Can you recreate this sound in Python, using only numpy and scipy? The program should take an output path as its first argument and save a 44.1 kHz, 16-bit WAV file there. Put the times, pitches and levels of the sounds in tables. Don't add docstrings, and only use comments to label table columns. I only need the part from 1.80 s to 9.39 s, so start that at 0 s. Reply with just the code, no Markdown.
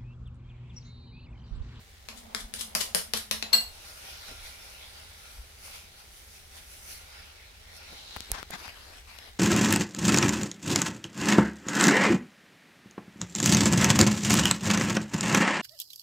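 import sys
import numpy as np
from scipy import signal
from scipy.fft import rfft, irfft, next_fast_len
from scipy.io import wavfile
from scipy.ndimage import uniform_filter1d

SR = 44100
rng = np.random.default_rng(int(sys.argv[2]) if len(sys.argv) > 2 else 0)


def file_out(sig):
    cols = np.atleast_2d(sig).T
    lim = np.clip(cols, -1, 1)
    pcm = np.round(lim * 32767).astype(np.int16)
    wavfile.write(sys.argv[1], SR, pcm)


N = 334719
TIME = np.arange(N) / SR
AGE = TIME[:SR // 2]
LAG_SAMPLES = 21


def amp(db):
    return 10 ** (np.asarray(db) / 20)


def unit(x):
    return x / np.sqrt(np.mean(x ** 2) + 1e-20)


def along(points, hz):
    freq_hz, value = np.transpose(points)
    return np.interp(np.log(hz + 1), np.log(freq_hz + 1), value)


def swells(rows, rise):
    rise = np.clip(rise, .05, .95)
    power = 0
    for top_s, level_db, length_s in rows:
        distance_s = np.maximum((top_s - TIME) / rise, (TIME - top_s) / (1 - rise))
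        power = power + (amp(level_db) * np.exp(-distance_s / length_s)) ** 2
    return np.sqrt(power)


GRIP_S = 0.027


def holds(rows):
    gain = 0
    for start_s, end_s, level_db in rows:
        outside_s = np.abs(TIME - np.clip(TIME, start_s, end_s))
        gain = gain + amp(level_db) * np.exp(-outside_s / GRIP_S)
    return gain


def filtered(x, response):
    size = next_fast_len(N + 8192)
    return irfft(rfft(x, size) * response(np.fft.rfftfreq(size, 1 / SR)), size)[..., :N]


# freq_hz, likeness
ALIKE = [(60, 0.95), (130, 0.84), (290, 0.63), (640, 0.27), (1400, 0.12), (3100, 0.05)]


def friction(spectrum, grain_db):
    slips = np.interp(TIME, np.arange(8000) / 1000, rng.standard_normal(8000))
    pair = rng.standard_normal((2, N)) * amp(grain_db * slips)

    def mid_side(hz):
        turn = np.arccos(np.clip(along(ALIKE, hz), -1, 1)) / 2
        return amp(along(spectrum, hz)) * [np.cos(turn), np.sin(turn)]

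    mid, side = filtered(pair, mid_side)
    return unit(np.array([mid + side, mid - side]))


def patchy(x, depth_db):
    z = signal.stft(x, nperseg=512)[2]
    field = uniform_filter1d(rng.standard_normal(z.shape[1:]), size=7, axis=0)
    field = unit(uniform_filter1d(field, size=18, axis=1))
    return unit(signal.istft(z * amp(depth_db * field), nperseg=512)[1][:, :N])


def crack(spectrum):
    level_db = np.maximum(along(spectrum, np.fft.rfftfreq(len(AGE), 1 / SR)), -60)
    cepstrum = irfft(np.log(amp(level_db)))
    cepstrum[1:] *= 2
    cepstrum[len(AGE) // 2:] = 0
    click = irfft(np.exp(rfft(cepstrum)))
    return click / np.abs(click).max()


# freq_hz, level_db
KNOCK_COLOUR = [(150, -12), (320, -21), (550, -8.5), (1000, -2), (1800, 0), (3500, -0.5), (5500, 3),
                (8000, -6.5), (10000, -0.5), (13000, -2.5), (15500, -11)]


def softened(cut_hz):
    return [(hz, db - 10 * np.log10(1 + (hz / cut_hz) ** 4)) for hz, db in KNOCK_COLOUR]


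def chatter(click, share, t60):
    rebounds = rng.standard_normal(len(AGE)) * amp(-60 * AGE / t60)
    train = rfft(share * rebounds / np.linalg.norm(rebounds) + (AGE == 0))
    spread = irfft(train / np.sqrt(np.abs(train)))[:len(AGE) // 2]
    return signal.fftconvolve(click, spread)[:len(AGE)]


def ring(modes, pitch=1, life=1, cut_hz=SR):
    total = 0
    for hz, db, t60 in modes:
        decay = amp(db + rng.normal(0, 1) - 60 * AGE / (t60 * life))
        softening = 1 + (hz / cut_hz) ** 4
        tone = np.sin(2 * np.pi * hz * pitch * AGE + rng.uniform(0, 2 * np.pi))
        total = total + decay / softening * tone
    return total * (1 - np.exp(-AGE / 0.000051))


def add(out, start_s, x):
    start = round(start_s * SR)
    out[:, start:start + x.shape[1]] += x[:, :N - start]


# freq_hz, t60_s
KITCHEN = [(150, 0.17), (1000, 0.32), (3000, 0.29), (7500, 0.28), (15000, 0.31)]


def in_kitchen(x, wet_db, shadow_db):
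    hz, t, z = signal.stft(rng.standard_normal((2, len(AGE))), SR, nperseg=256)
    tail = signal.istft(z * amp(-60 * t / along(KITCHEN, hz)[:, None]), SR, nperseg=256)[1]
    paths = amp(wet_db) * tail / np.linalg.norm(tail[0])
    paths[0, 0] += 1
    paths[1, LAG_SAMPLES] += amp(shadow_db)
    return signal.fftconvolve(x[None], paths, axes=1)[:, :N]


def from_left(pair):
    return np.array([pair[0], np.pad(pair[1], (LAG_SAMPLES, 0))[:N]])


# freq_hz, level_db
FLOOR = [(12, -28), (20, -9.5), (79, -2.5), (110, -18), (270, -25.5), (301, -33), (367, -22.5),
         (718, -25.5), (802, -21), (897, -30), (2260, -21.5), (2460, -26), (3740, -23.5), (4300, -26),
         (16000, -37)]
FLOOR_DB = -53
# top_s, level_db, length_s
THUDS = [(.655, -44, .057), (1.9, -45.5, 0.077), (2.62, -42, 0.12), (3.6, -42, 0.064), (6.52, -39, 0.046)]
# top_s, level_db
BUMPS = [(2.505, -48), (6.125, -51), (6.505, -50.5)]
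BUMP_S = 0.034


def background():
    thud_colour = [(20, -9), (35, 4.5), (55, 6), (100, -29), (300, -51), (1000, -80)]
    bump_colour = [(60, -18), (150, -4), (260, -5.0), (600, -6), (1200, -17), (4000, -37)]
    thuds = swells(THUDS, rise=0.5) * friction(thud_colour, grain_db=-5)
    bump_gain = swells([(top_s, level_db, BUMP_S) for top_s, level_db in BUMPS], rise=0.38)
    bumps = bump_gain * friction(bump_colour, grain_db=-4)
    return amp(FLOOR_DB) * friction(FLOOR, grain_db=-2.0) + thuds + bumps


# start_s, level_db, thump_db, ping_db, cut_hz, room_db (levels relative)
KNOCKS = [(0.287, -23.5, -37.5, -31, 7000, -0.5), (0.548, -10.5, -41, -19, 7240, -3),
          (0.739, -20, -39, -8, 14000, -1), (0.9508, -8.5, -36, -21, 12900, 0.5),
          (1.0091, -15, -50, -23, 7000, -3), (1.1481, -6.5, -34, -6.5, 15100, -2),
          (1.3364, -8, -35.5, -22, 8000, -2.5), (1.512, -7.5, -42, -13.5, 8500, -1.5)]
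# freq_hz, level_db, t60_s
PING = [(9460, 1, 0.0095), (9830, -1, 0.011), (9930, -4.5, 0.013), (12300, -3, 0.0033)]
# freq_hz, level_db, t60_s
THUMP = [(163, -6.5, 0.13), (218.8, 0, 0.23), (443, 1, 0.081), (513, 2, 0.047), (631, 6.5, 0.039)]


def knocks():
    out = np.zeros((2, N))
    for start_s, level_db, thump_db, ping_db, cut_hz, room_db in KNOCKS:
        blow = chatter(crack(softened(cut_hz)), share=1.3, t60=0.0065)
        blow = blow + amp(ping_db - 7.5) * ring(PING)
        blow = blow + amp(thump_db) * ring(THUMP)
        add(out, start_s, amp(level_db + 7) * in_kitchen(blow, wet_db=room_db, shadow_db=-13))
    return out


# top_s, level_db, length_s (levels relative)
SCRAPES = [(.38, -46.5, 0.032), (.605, -42.5, 0.022), (.765, -42, 0.021), (.795, -34, .012),
           (.813, -30.5, 0.016), (1.012, -26.5, .018), (1.19, -35.5, 0.025), (1.374, -30, 0.019)]
SCRAPE_RISE = 0.51
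# top_s, level_db, length_s (levels relative)
SHOVES = [(.35, -59.5, 0.07), (.52, -56.5, 0.26), (.99, -55, 0.29), (1.75, -50.5, 0.17)]
STIR_START_S, STIR_END_S = 0.31, 1.82
RUMBLE_DB, RUMBLE_EASE_DB_PER_S = -55, 7


def stirring():
    glaze_colour = [(300, -12.0), (1200, -6), (2500, -8.0), (3500, 2), (4500, 0.0), (5500, -2),
                    (7500, -3.0), (10000, -0.5), (13000, -7.5), (16000, -21)]
    cream_colour = [(250, -30), (450, -11.0), (750, -2.5), (1500, -20.5), (4000, -27), (12000, -47.0)]
    bowl_colour = [(120, -27), (170, -11), (220, 5.5), (260, -4.5), (320, -30)]
    drag = swells(SCRAPES, SCRAPE_RISE) * friction(glaze_colour, grain_db=-3.0)[0]
    scrape = in_kitchen(drag, wet_db=-3, shadow_db=-23)
    cream = swells(SHOVES, rise=0.42) * friction(cream_colour, grain_db=4.5)
    rumble = holds([(STIR_START_S, STIR_END_S, RUMBLE_DB)])
    rumble = rumble * amp(-RUMBLE_EASE_DB_PER_S * (TIME - STIR_START_S))
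    bowl = rumble * friction(bowl_colour, grain_db=-1)
    return amp(3) * scrape + from_left(amp(5) * cream) + bowl


# start_s, level_db, pitch_ratio, ring_time_ratio, cut_hz, crack_db, room_db
CLINKS = [(1.6259, -9, 0.93, 0.33, 5500, 0, -5.5), (1.7296, -20, 1, .2, 15100, 1, 10),
          (1.7322, -5, 1, 0.77, 20200, -12, 1.5)]
# freq_hz, level_db, t60_s (when free)
RIM = [(721, -31, .28), (1045, -28, .08), (1631, -28, .1), (1992, -28, .1), (2805, -23, .16),
       (3300, -21, .015), (4105, -13, .04), (4184, -12, .05), (4292, -5, .045), (4323, -19, .33),
       (4400, -12, .05), (4460, -12, .04), (4700, -16, .015), (5943, -21, .04), (7736, -15, .04),
       (7858, -17, .05), (7926, -13, .09), (8118, -19, .025), (10070, -18, .025), (10530, -18, .012),
       (10990, -18, .012), (11900, -18, .01), (12520, -15, .015), (12900, -15, .012), (13300, -15, .012),
       (13590, -14, .018), (14100, -18, .01), (15120, -21, .02)]


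def clinks():
    out = np.zeros((2, N))
    for start_s, level_db, pitch, life, cut_hz, crack_db, room_db in CLINKS:
        blow = ring(RIM, pitch, life, cut_hz)
        blow = blow + amp(crack_db) * chatter(crack(softened(cut_hz)), share=1.6, t60=0.01)
        blow = blow + amp(-33.5) * ring(THUMP)
        add(out, start_s, amp(level_db) * in_kitchen(blow, wet_db=room_db, shadow_db=-7))
    return out


# top_s, level_db, length_s, crispness_db (levels relative)
MOVES = [(2.084, -55, 0.45, -3), (2.3, -52.5, 0.37, -4.5), (2.488, -52.5, 0.19, -6.5),
         (2.673, -53.5, 0.14, -3), (2.878, -55, 1, -5.5), (3.184, -58.5, 0.27, -7), (3.52, -59, 0.52, -2),
         (3.861, -54.5, 0.085, 1.5), (3.949, -52.5, 0.18, -2.5), (4.2, -60, 0.14, -4),
         (4.375, -63, 0.21, 3), (4.554, -62.5, 0.26, 1.5), (4.774, -54.5, 0.12, -2.5),
         (4.936, -61, 0.18, 4), (5.113, -55, 0.17, 4), (5.378, -55.5, 0.52, -10.5),
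         (5.965, -60.5, 0.056, 0), (6.14, -54, 0.56, -10.5)]
MOVE_RISE = 0.5
# freq_hz, level_db
FOLD = [(88, -29), (150, -14), (259, -11.5), (294, -18), (650, 0.5), (710, -8), (769, 1.5), (937, -3),
        (1390, -8), (1600, -9.5), (2080, -33), (3520, -120)]
FOLD_DB, FOLD_PER_CRISP = -3.5, -0.16
# freq_hz, level_db
RUB = [(760, -43), (1300, -5), (1400, 3.5), (1560, -5.5), (2300, 0.5), (3200, -1.5), (3870, 0),
       (5590, -3.5), (7000, -18), (9100, -33), (15400, -120)]
# freq_hz, level_db
SWISH = [(3530, -14), (6000, -4), (7370, -9.5), (10200, -3.5), (12200, -9), (15200, -11), (16000, -25)]


def clothes():
    def moves(db_per_crisp):
        rows = [(top_s, db + db_per_crisp * crisp, length_s) for top_s, db, length_s, crisp in MOVES]
        return swells(rows, MOVE_RISE)

    folds = amp(FOLD_DB) * moves(FOLD_PER_CRISP) * patchy(friction(FOLD, grain_db=-3.5), depth_db=1)
    weave = amp(5.5) * moves(0) * patchy(friction(RUB, grain_db=-1.0), depth_db=3.0)
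    swish = amp(7.5) * moves(1) * patchy(friction(SWISH, grain_db=1.5), depth_db=1.4)
    return from_left(folds + weave + swish)


# top_s, level_db, length_s
SLEEVE = [(6.17, -50, 0.26), (6.34, -46.5, 0.33)]


def sleeve():
    colour = [(1500, -20), (3300, -12.5), (4000, -3.5), (4700, -13), (6500, -18.5), (12000, -36)]
    return swells(SLEEVE, rise=0.36) * friction(colour, grain_db=3.0)


# start_s, end_s, level_db (before side gains)
PALM = [(6.36, 6.62, -53.5), (6.79, 6.895, -46.5), (6.96, 7.19, -51.5), (7.29, 7.49, -52)]
# freq_hz, level_db
SKIN = [(120, -35), (200, -9), (491, -8.5), (763, -4.5), (1040, -4.5), (1180, -2.5), (1300, -3),
        (1500, -1.5), (3620, -4.5), (5040, -5.5), (6760, -16.5), (11500, -12.5), (16000, -31)]
# top_s, level_db, length_s (before side gains)
SLIDES = [(6.551, -36.5, 0.025), (6.587, -39.5, 0.044), (6.738, -34.5, 0.033), (6.756, -36.5, 0.014),
          (6.855, -43.5, 0.038)]
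# freq_hz, level_db
CASE = [(88, -36), (150, -4.5), (309, -11), (451, -9), (647, -11), (725, -3), (1160, -4), (1580, 0),
        (2690, -10), (4930, -7), (7070, -18), (14000, -31)]
# start_s, level_db, left_minus_right_db, centre_hz
TAPS = [(6.3639, -18.5, 11, 970), (6.3689, -21, 20, 1380), (6.406, -18.5, 23, 4600),
        (6.5172, -1.5, -34, 11500), (6.542, -29, 0, 2400), (6.6294, -21.5, 30, 1430),
        (6.705, -25.5, 13, 684), (6.708, -19, -22, 10700), (6.88, -26, 16, 1600), (7.387, -27, 18, 4140),
        (7.389, -30, 23, 2830)]
# freq_hz, level_db, t60_s
HOUSING = [(78.5, -1, 0.053), (170, -6, .015), (420, 3, 0.0079), (750, -2, .012)]
TAP_THUD_DB, THUD_DB_PER_OCTAVE = -17, -4


def handling():
    palm = holds(PALM) * patchy(friction(SKIN, grain_db=2.0), depth_db=3.5)
    slides = swells(SLIDES, rise=0.51) * patchy(friction(CASE, grain_db=-1), depth_db=2.0)
    out = palm * amp([[3], [-.5]]) + slides * amp([[3], [-3]])
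    for start_s, level_db, pan_db, hz in TAPS:
        click = crack([(hz / 8, -14), (hz / 2, -9), (hz, 0), (hz * 0.99, -4), (hz * 6, -24)])
        ports = np.array([chatter(click, share=0.41, t60=0.0083) for side in range(2)])
        sides = amp([[pan_db / 2], [-pan_db / 2]])
        thud_db = TAP_THUD_DB + THUD_DB_PER_OCTAVE * np.log2(hz / 1000)
        tap = ports * sides / sides.mean() + amp(thud_db) * ring(HOUSING)
        add(out, start_s, amp(level_db) * tap)
    return out


def scene():
    return background() + knocks() + stirring() + clinks() + clothes() + sleeve() + handling()


FULL_SCALE, TOP_HZ = .85, 16000


def record(dry):
    clipped = np.clip(dry, -FULL_SCALE, FULL_SCALE)
    return filtered(clipped, lambda hz: 1 / (1 + (hz / TOP_HZ) ** 120))


dry = scene()
out = record(dry)
file_out(out)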